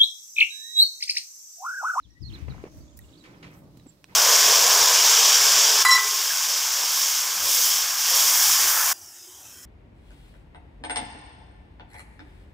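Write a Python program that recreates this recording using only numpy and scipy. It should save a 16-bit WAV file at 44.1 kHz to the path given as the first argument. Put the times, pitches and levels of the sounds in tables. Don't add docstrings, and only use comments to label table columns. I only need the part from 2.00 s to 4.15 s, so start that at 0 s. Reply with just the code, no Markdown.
import sys
import numpy as np
from scipy import signal
from scipy.fft import rfft, irfft
from scipy.io import wavfile
from scipy.ndimage import uniform_filter1d

SR = 44100
rng = np.random.default_rng(int(sys.argv[2]) if len(sys.argv) > 2 else 0)


def digitize_waveform(pressure):
    field = np.atleast_2d(pressure).T
    bounded = np.clip(field, -1, 1)
    quanta = np.round(bounded * 32767).astype(np.int16)
    wavfile.write(sys.argv[1], SR, quanta)


N = 94815
T, HZ = np.arange(N) / SR, np.fft.rfftfreq(N, 1 / SR)

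# frequency in Hz, level in dB.
DIRT_SPECTRUM = [(100, -12), (350, -2), (680, -6), (1100, 1), (1600, 0.5), (2200, 4.5), (3400, -5),
                 (5000, -10.5), (8000, -22.5), (10000, -24.5), (16000, -62)]
FAR_T60_S = 0.16
TICK_ECHO_DB, TICK_T60_S = -18, 0.13


def amp(db):
    return 10 ** (np.asarray(db) / 20)


def unit(x):
    return x / np.sqrt(np.mean(x ** 2) + 1e-20)


def curve(points, t=T, axis=1):
    p = np.array(points)
    return np.interp(t, p[:, 0], p[:, axis])


def over_hz(points):
    f, v = np.transpose(points)
    return np.interp(np.log(HZ + 1), np.log(f), v)


def pan(db):
    return unit(amp([[db / 2], [-db / 2]]))


def add(mix, s, sound):
    part = mix[..., max(round(s * SR), 0):][..., :sound.shape[-1]]
    part += sound[..., :part.shape[-1]]


def late(x, s):
    return irfft(rfft(x) * np.exp(-2j * np.pi * HZ * s), N)


def colour(x, spectrum, tilt_db=0):
    tilt = tilt_db * np.log2(np.maximum(HZ, 300) / 1000)
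    return unit(irfft(rfft(x) * amp(over_hz(spectrum) + tilt), N))


def wander(hz):
    return unit(irfft(rfft(rng.standard_normal(N)) * np.exp(-(HZ / hz) ** 2), N))


def diffuse(x):
    # frequency in Hz, left-right coherence.
    coherence = [(30, 0.87), (150, 1), (300, 0.91), (640, 0.59), (1400, 0.066), (3100, -0.086),
                 (16000, 0.0028)]
    a, b = rfft(x)
    c = np.clip(over_hz(coherence), -1, 1)
    return irfft(np.array([a, c * a + np.sqrt(1 - c ** 2) * b]), N)


def noise(spectrum):
    return colour(diffuse(rng.standard_normal((2, N))), spectrum)


def steady(x, size=1500):
    power = np.atleast_2d(x ** 2).mean(0)
    power = uniform_filter1d(uniform_filter1d(power, size), size)
    return x / np.sqrt(abs(power) + 1e-6)


def resonance(hz, width_hz):
    turn = np.exp(2j * np.pi * np.cumsum(hz * np.ones(N)) / SR)
    r = np.exp(-np.pi * width_hz / SR)
    base = diffuse(rng.standard_normal((2, N))) / turn
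    return unit((turn * signal.lfilter([1], np.poly([r, r]), base)).real)


def yard(x, t60_s):
    t = T[:SR // 2]
    hits = rng.random((2, len(t))) < 2000 / SR
    taps = rng.standard_normal((2, len(t))) * hits * (t > .004) * amp(-60 * t / t60_s)
    return signal.fftconvolve(x, unit(taps) / np.sqrt(len(t)), axes=1)[:, :N]


def dull(x):
    corner_hz = 6050
    return irfft(rfft(x) / np.sqrt(1 + (HZ / corner_hz) ** 6), N)


def air():
    # frequency in Hz, level in dB.
    air_spectrum = [(30, 13), (100, 17.5), (300, 7), (600, -1), (1100, -2.5), (1800, -6), (2800, -3),
                    (4200, -1.5), (5600, -2), (7000, -7.5), (10000, -13), (16000, -15)]
    # time in seconds, level in dB.
    air_level = [(0, -67), (.2, -68), (.36, -58.5), (.8, -63), (.95, -65.5), (1.15, -59.5), (1.65, -66),
                 (1.88, -61), (2, -66), (2.15, -58.5)]
    return amp(curve(air_level) + wander(33)) * noise(air_spectrum) * pan(-3.5)


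def birds():
    # time in seconds, pitch in Hz, level in dB before the near gain.
    song_notes = [
        [(.210, 5360, -62), (.222, 5280, -56), (.230, 4900, -44.5), (.243, 4260, -50), (.257, 4186, -39),
         (.265, 4357, -45.5), (.273, 4344, -42.5), (.284, 4140, -42.5), (.290, 3760, -55), (.297, 3640, -50.5),
         (.311, 2590, -52)],
        [(.318, 2520, -46), (.325, 3020, -50), (.331, 3840, -45.5), (.339, 4210, -44), (.344, 4210, -47),
         (.351, 4010, -42), (.363, 3270, -46.5)],
        [(1.124, 2580, -54), (1.131, 3550, -58), (1.137, 4040, -55), (1.142, 3550, -52), (1.147, 2980, -63)],
        [(1.151, 2900, -56), (1.157, 3680, -56), (1.161, 4450, -61)],
        [(1.173, 3370, -70), (1.179, 4380, -53), (1.186, 4660, -58), (1.194, 4380, -59), (1.199, 3890, -60),
         (1.212, 3850, -56), (1.224, 4020, -61), (1.234, 3840, -71)],
    ]
    # start in seconds, length in seconds, start, middle and end pitch in Hz,
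    # level in dB before the far gain, left-right balance in dB.
    far_chirps = [(.000, 0.0082, 4890, 5420, 5150, -62, -1), (0.023, 0.043, 4230, 3650, 3010, -61, -7.5),
                  (0.104, 0.0076, 5740, 5670, 5540, -58.5, -11),
                  (0.111, 0.037, 5510, 5600, 5770, -69.5, -1), (0.097, 0.042, 1890, 1892, 1900, -68, 26),
                  (0.15, 0.044, 1870, 1941, 1940, -62, 7.5), (0.213, 0.08, 1933, 1930, 1914, -70, 17),
                  (0.384, 0.018, 6550, 6000, 5670, -61, -1), (0.495, 0.026, 4640, 4050, 3660, -52, -11),
                  (0.802, 0.03, 4230, 4680, 4270, -64, -20), (0.876, 0.033, 3290, 3560, 3590, -69, -13),
                  (.908, 0.04, 5570, 5180, 4900, -76.5, 0), (0.915, 0.03, 3450, 3170, 2900, -73, -15),
                  (1.011, .019, 4180, 3620, 3450, -64.5, -7), (1.038, .015, 3150, 2860, 2750, -60.5, -6),
                  (1.084, 0.014, 4130, 3360, 2560, -63, -14), (1.113, 0.0093, 4400, 4100, 3550, -67, -8),
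                  (1.196, 0.0061, 8000, 8000, 8050, -66, -7), (1.208, 0.02, 7240, 7400, 7450, -65, -3),
                  (1.327, 0.035, 3650, 3250, 2850, -67, -6), (1.365, 0.032, 5440, 5270, 4660, -70.5, 2),
                  (1.789, 0.023, 4320, 3900, 3840, -63, -8), (1.868, 0.0088, 7700, 7880, 7700, -55, -9),
                  (1.879, 0.031, 7550, 7350, 7800, -53.5, -15), (2.041, 0.016, 4600, 4100, 3550, -62, -14)]
    near_gain, far_gain = amp(-4.5), amp(-1.5)
    song_pan_db, left_lag_s = -16, 0.00023
    near_echo_db, near_t60_s, far_echo_db = -6.5, 0.14, -8
    pitch_waver, flutter_db = 0.004, 2.2
    near, far = np.zeros((2, 2, N))
    drift = 1 + pitch_waver * wander(380)
    flutter = amp(flutter_db * wander(240))

    def whistle(start, hz, gain, pan_db):
        at = (round(start * SR) + np.arange(len(hz))) % N
        tone = np.sin(2 * np.pi * np.cumsum(hz * drift[at]) / SR)
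        return np.sqrt(2) * pan(pan_db) * gain * flutter[at] * tone

    for note in song_notes:
        t = np.arange(note[0][0], note[-1][0], 1 / SR)
        edge = np.clip(np.minimum(t - t[0], t[-1] - t) / 0.0011, 0, 1)
        hz = uniform_filter1d(curve(note, t), 200, mode="nearest")
        gain = edge * amp(curve(note, t, axis=2))
        add(near, t[0], whistle(t[0], hz, gain, song_pan_db))
    for start, length, a, b, c, db, pan_db in far_chirps:
        u = np.linspace(0, 1, round(length * SR))
        hz = np.polyval(np.polyfit([0, .5, 1], [a, b, c], 2), u)
        gain = amp(db) * np.sqrt(abs(np.sin(np.pi * u)))
        add(far, start, whistle(start, hz, gain, pan_db))
    near, far = near_gain * near, far_gain * far
    left, right = near + far
    echoes = amp(near_echo_db) * yard(near.mean(0, keepdims=True), near_t60_s)
    echoes = echoes + amp(far_echo_db) * yard(far.mean(0, keepdims=True), FAR_T60_S)
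    return np.array([late(left, left_lag_s), right]) + pan(1) * dull(echoes)


def twitter():
    # time in seconds, level in dB.
    twitter_level = [(0, -72), (.06, -76), (.12, -75), (.19, -83), (.4, -73), (.72, -90), (.84, -74),
                     (.97, -80), (1.08, -74), (1.15, -69), (1.22, -71), (1.36, -74), (1.65, -85),
                     (1.9, -86), (2.15, -72)]
    low_hz, high_hz, swing = 3430, 4640, 0.266
    note_s = 0.024
    out = np.zeros((1, N))
    for when, pitch, length, shape in rng.random(size=(400, 4)):
        u = np.linspace(0, 1, round(note_s * (.5 + length) * SR))
        top_hz = low_hz + pitch * (high_hz - low_hz)
        hz = top_hz * (1 - swing * (u + shape - 1) ** 2)
        add(out, when * N / SR, np.sin(np.pi * u) * np.sin(2 * np.pi * np.cumsum(hz) / SR))
    blurred = steady(unit(yard(out, FAR_T60_S)))
    return amp(curve(twitter_level)) * blurred * pan(-13)


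def wind():
    # time in seconds, level in dB.
    gust_left = [(0, -67), (.04, -58), (.06, -47.5), (.13, -54.5), (.185, -59.5), (.222, -27.5),
                 (.26, -38.5), (.315, -34.5), (.40, -47), (.428, -27), (.455, -36), (.495, -26), (.54, -41),
                 (.6, -39.5), (.68, -55.5), (.78, -45.5), (.92, -58), (1.03, -48.5), (1.22, -66),
                 (2.15, -85)]
    gust_right = [(0, -59), (.2, -66), (.265, -40), (.38, -46.5), (0.462, -62), (0.502, -38), (.58, -54),
                  (.72, -63), (.78, -42), (.84, -45.5), (.89, -55), (.96, -48), (1.05, -48.5), (1.2, -85),
                  (1.68, -54.5), (2, -73)]
    # frequency in Hz, level in dB.
    wind_spectrum = [(15, -42), (35, -19), (58, 9.5), (100, 2), (150, -5), (210, -13.5), (290, -19.5),
                     (420, -28.5), (800, -88), (3000, -65)]
    ports = []
    for gust in (gust_left, gust_right):
        buffet = steady(colour(rng.standard_normal(N), wind_spectrum), size=900)
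        ports.append(amp(curve(gust)) * buffet)
    return np.array(ports)


def trampling():
    # time in seconds, level in dB before the overall gain.
    trample_level = [(0, -85), (.18, -69), (.33, -54), (.5, -47), (.62, -51.5), (.8, -59), (1.04, -59.5),
                     (1.16, -55), (1.23, -64), (1.28, -53.5), (1.4, -53), (1.47, -43.5), (1.58, -49.5),
                     (1.64, -50), (1.72, -49.5), (1.83, -54), (1.87, -53), (1.94, -60.5), (2.07, -61.5),
                     (2.1, -55.5), (2.15, -53)]
    # frequency in Hz, level in dB.
    ground_spectrum = [(20, -37), (60, -4.5), (120, 4), (180, 6), (230, -5), (300, -8), (430, -8.5),
                       (600, -14), (1100, -18.5), (1800, -41), (5000, -49)]
    gain_db, pan_db = -2.5, 0.1
    lumps_db = 2.2 * wander(28)
    level = amp(gain_db + curve(trample_level) + lumps_db)
    return pan(pan_db) * level * steady(noise(ground_spectrum))


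def drone():
    # time in seconds, low resonance in Hz, its level in dB, upper level in dB.
    drone_track = [(0, 289, -72, -95), (.2, 286, -68.5, -93), (.35, 299, -50, -86), (.6, 285, -66, -69),
                   (.76, 281, -54, -61.5), (.88, 283, -58, -66), (1.03, 274, -65, -68.5),
                   (1.17, 307, -56, -72.5), (1.3, 314, -59.5, -68.5), (1.45, 302, -54.5, -77),
                   (1.6, 289, -61, -64.5), (1.78, 296, -61, -79.5), (1.95, 301, -68, -72),
                   (2.15, 295, -66, -72)]
    low_width_hz, upper_hz, upper_width_hz = 70, 587, 85
    low = steady(resonance(curve(drone_track), low_width_hz), size=2500)
    upper = steady(resonance(upper_hz, upper_width_hz), size=2500)
    low = amp(curve(drone_track, axis=2)) * low
    upper = amp(curve(drone_track, axis=3)) * upper
    return (low + upper) * pan(-0.76)


def rubbing():
    # time in seconds, resonance in Hz, level in dB.
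    rub_track = [(.2, 5650, -74.5), (.36, 5640, -65), (.45, 5600, -80), (.56, 6250, -67.5),
                 (.68, 6060, -67.5), (.78, 5970, -64), (.93, 6700, -68), (1.05, 7500, -67.5),
                 (1.18, 7400, -73.5), (1.3, 6760, -72), (1.48, 6180, -102), (1.54, 5800, -63),
                 (1.62, 5900, -103)]
    # time in seconds, level in dB.
    rustle_level = [(0, -91), (.2, -81), (.35, -64.5), (.46, -73), (.7, -70.5), (.78, -59.5), (.92, -82),
                    (1.02, -63.5), (1.17, -77), (1.48, -71), (1.575, -59.5), (1.66, -72.5), (1.88, -69),
                    (2, -70), (2.15, -66.5)]
    # frequency in Hz, level in dB.
    rustle_spectrum = [(300, 6), (2000, 3), (5000, -21.5), (8300, 1.5), (9500, -7), (12000, 1.5),
                       (14500, -3.5), (16000, -1)]
    width_hz = 1860
    hiss = amp(curve(rub_track, axis=2) + 1.6 * wander(140)) * resonance(curve(rub_track), width_hz)
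    rustle = amp(curve(rustle_level) + 0.98 * wander(99)) * noise(rustle_spectrum)
    return hiss * pan(-0.84) + rustle * pan(-2.5)


def scuffs():
    # start, rise, hold and fall in seconds, level in dB, brightness in dB per octave.
    scuff_rows = [(0.284, 0.078, 0.023, 0.096, -54.5, -1), (0.478, 0.0044, 0.0056, 0.0043, -48, -5),
                  (0.488, 0.014, 0.097, 0.066, -53.5, -5), (0.644, 0.0059, 0.03, 0.0097, -52, -7),
                  (0.763, 0.027, 0.77, 0.18, -64, -8), (1.2386, .0008, 0.021, 0.026, -53, 1.5),
                  (1.264, 0.014, 0.044, 0.14, -54.5, -6.5), (1.426, 0.0023, 0.023, 0.047, -49, 0.75),
                  (1.495, 0.02, 0.036, 0.028, -58, -5.5), (1.863, 0.00063, 0.0077, 0.0026, -51.5, -12.5),
                  (2.077, 0.019, 0.035, 0.027, -57.5, -4)]
    grit_db, grit_per_s = 1.3, 9000
    bite_start_db, bite_s = 3, 0.017
    left_lag_s, scatter = 0.00029, 1
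    bounce_s, bounce = 0.0039, 0.21
    out = np.zeros((3, N))
    for start, rise, hold, fall, db, tilt_db in scuff_rows:
        size = amp(grit_db * np.minimum(rng.exponential(1, N), 4))
        size = size * (rng.random(N) < grit_per_s / SR)
        grains = colour(size * rng.standard_normal((3, N)), DIRT_SPECTRUM, tilt_db)
        t = T - start
        bite_db = bite_start_db * np.exp(-np.maximum(t, 0) / bite_s)
        shape = np.clip(t / rise, 0, 1) * np.exp(-np.maximum(t - rise - hold, 0) / fall)
        out += amp(db + bite_db) * shape * grains
    direct = np.array([late(out[2], left_lag_s), out[2]])
    ports = (direct + scatter * diffuse(out[:2])) / np.hypot(1, scatter)
    return (ports + bounce * late(ports, bounce_s)) * pan(-3)


def knocks():
    # start in seconds, pitch in Hz, level in dB, Gaussian decay in seconds.
    knock_rows = [(0.4833, 314, -34.5, 0.001), (0.5222, 1400, -47.5, 0.0022), (.544, 946, -45, 0.0032),
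                  (.5495, 645, -40, 0.0012), (0.5804, 1200, -42.5, 0.00068), (.6, 1020, -51, 0.0015),
                  (0.6387, 396, -28, 0.0038), (.653, 546, -37.5, 0.0024), (0.6649, 405, -39, 0.0013),
                  (0.674, 850, -45, 0.0018), (1.772, 264, -43.5, 0.0051), (1.861, 420, -44, 0.0019),
                  (1.866, 344, -42.5, 0.0034), (2.124, 905, -51, 0.0057)]
    rise_s, crunch_gain = 0.00063, 0.088
    out, t, crunch = np.zeros((2, N)), T[:3000], noise(DIRT_SPECTRUM)
    for start, hz, db, decay in knock_rows:
        fall = np.exp(-(np.maximum(t - rise_s, 0) / decay) ** 2 / 2)
        shape = np.minimum(t / rise_s, 1) * fall
        grit = np.roll(crunch, -round(start * SR), 1)[:, :len(t)]
        add(out, start, amp(db) * shape * (np.sin(2 * np.pi * hz * t) + crunch_gain * grit))
    return out


def ticks():
    # peak time in seconds, level in dB, rise and decay in seconds, brightness in dB per
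    # octave, high-pass in Hz, ring in Hz, ring level in dB, ring decay in seconds, left-right dB.
    tick_rows = [(0.974, -41.5, .0026, 0.0043, 2, 5000, 5400, -56, 0.0023, -1),
                 (0.9914, -29, 0.00069, 0.00022, 4.5, 2470, 1905, -46.5, 0.0045, -6),
                 (1.772, -55, 0.00032, 0.0077, -4, 3000, 3670, -85, 0.0026, -7),
                 (1.798, -54, 0.00052, .002, -7, 1780, 2400, -84, 0.0012, -3)]
    # frequency in Hz, level in dB.
    tick_spectrum = [(1000, -7), (5500, -6), (8000, -2), (9500, -7.5), (12000, -2), (14500, -6),
                     (16000, -2.5)]
    out = np.zeros((2, N))
    for at, db, rise, decay, tilt_db, low_hz, hz, ring_db, ring_s, pan_db in tick_rows:
        t = T - at
        after = np.maximum(t, 0)
        shape = np.exp(np.minimum(t, 0) / rise - after / decay)
        high_pass = signal.butter(6, low_hz, "high", fs=SR, output="sos")
        burst = signal.sosfilt(high_pass, rng.standard_normal((2, N)) * shape)
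        crack = colour(burst, tick_spectrum, tilt_db) * np.sqrt(np.mean(shape ** 2))
        ring = np.sin(2 * np.pi * hz * after) * np.exp(-after / ring_s) * np.minimum(after * hz, 1)
        out += pan(pan_db) * (amp(db) * crack + amp(ring_db) * ring)
    return out + amp(TICK_ECHO_DB) * yard(out, TICK_T60_S)


def clack():
    # frequency in Hz, level in dB before the overall gain, decay in seconds.
    clack_modes = [(1090, -14, 0.003), (1860, -3, 0.00086), (2510, 1, 0.00098), (2770, -16, 0.0022),
                   (5540, 4, 0.00039), (7800, -2.5, 0.0005), (10800, -0.5, 0.00021)]
    start_s, gain_db, rise_s, pan_db = 2.0426, -35.5, 0.00014, -7
    t = np.maximum(T - start_s, 0)
    ring = np.zeros(N)
    for hz, db, decay in clack_modes:
        ring += amp(db) * np.sin(2 * np.pi * hz * t) * np.exp(-t / decay)
    out = amp(gain_db) * np.minimum(t / rise_s, 1) * ring * pan(pan_db)
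    return out + amp(TICK_ECHO_DB) * yard(out, TICK_T60_S)


def scene():
    surroundings = air() + birds() + twitter() + wind()
    flock = trampling() + drone() + rubbing() + scuffs() + knocks()
    return surroundings + flock + ticks() + clack()


def record(dry):
    edge_hz = 15900
    low_pass = signal.firwin(401, edge_hz, window=("kaiser", 8), fs=SR)
    return signal.oaconvolve(dry, low_pass[None], "same")


dry = scene()
out = record(dry)
digitize_waveform(out)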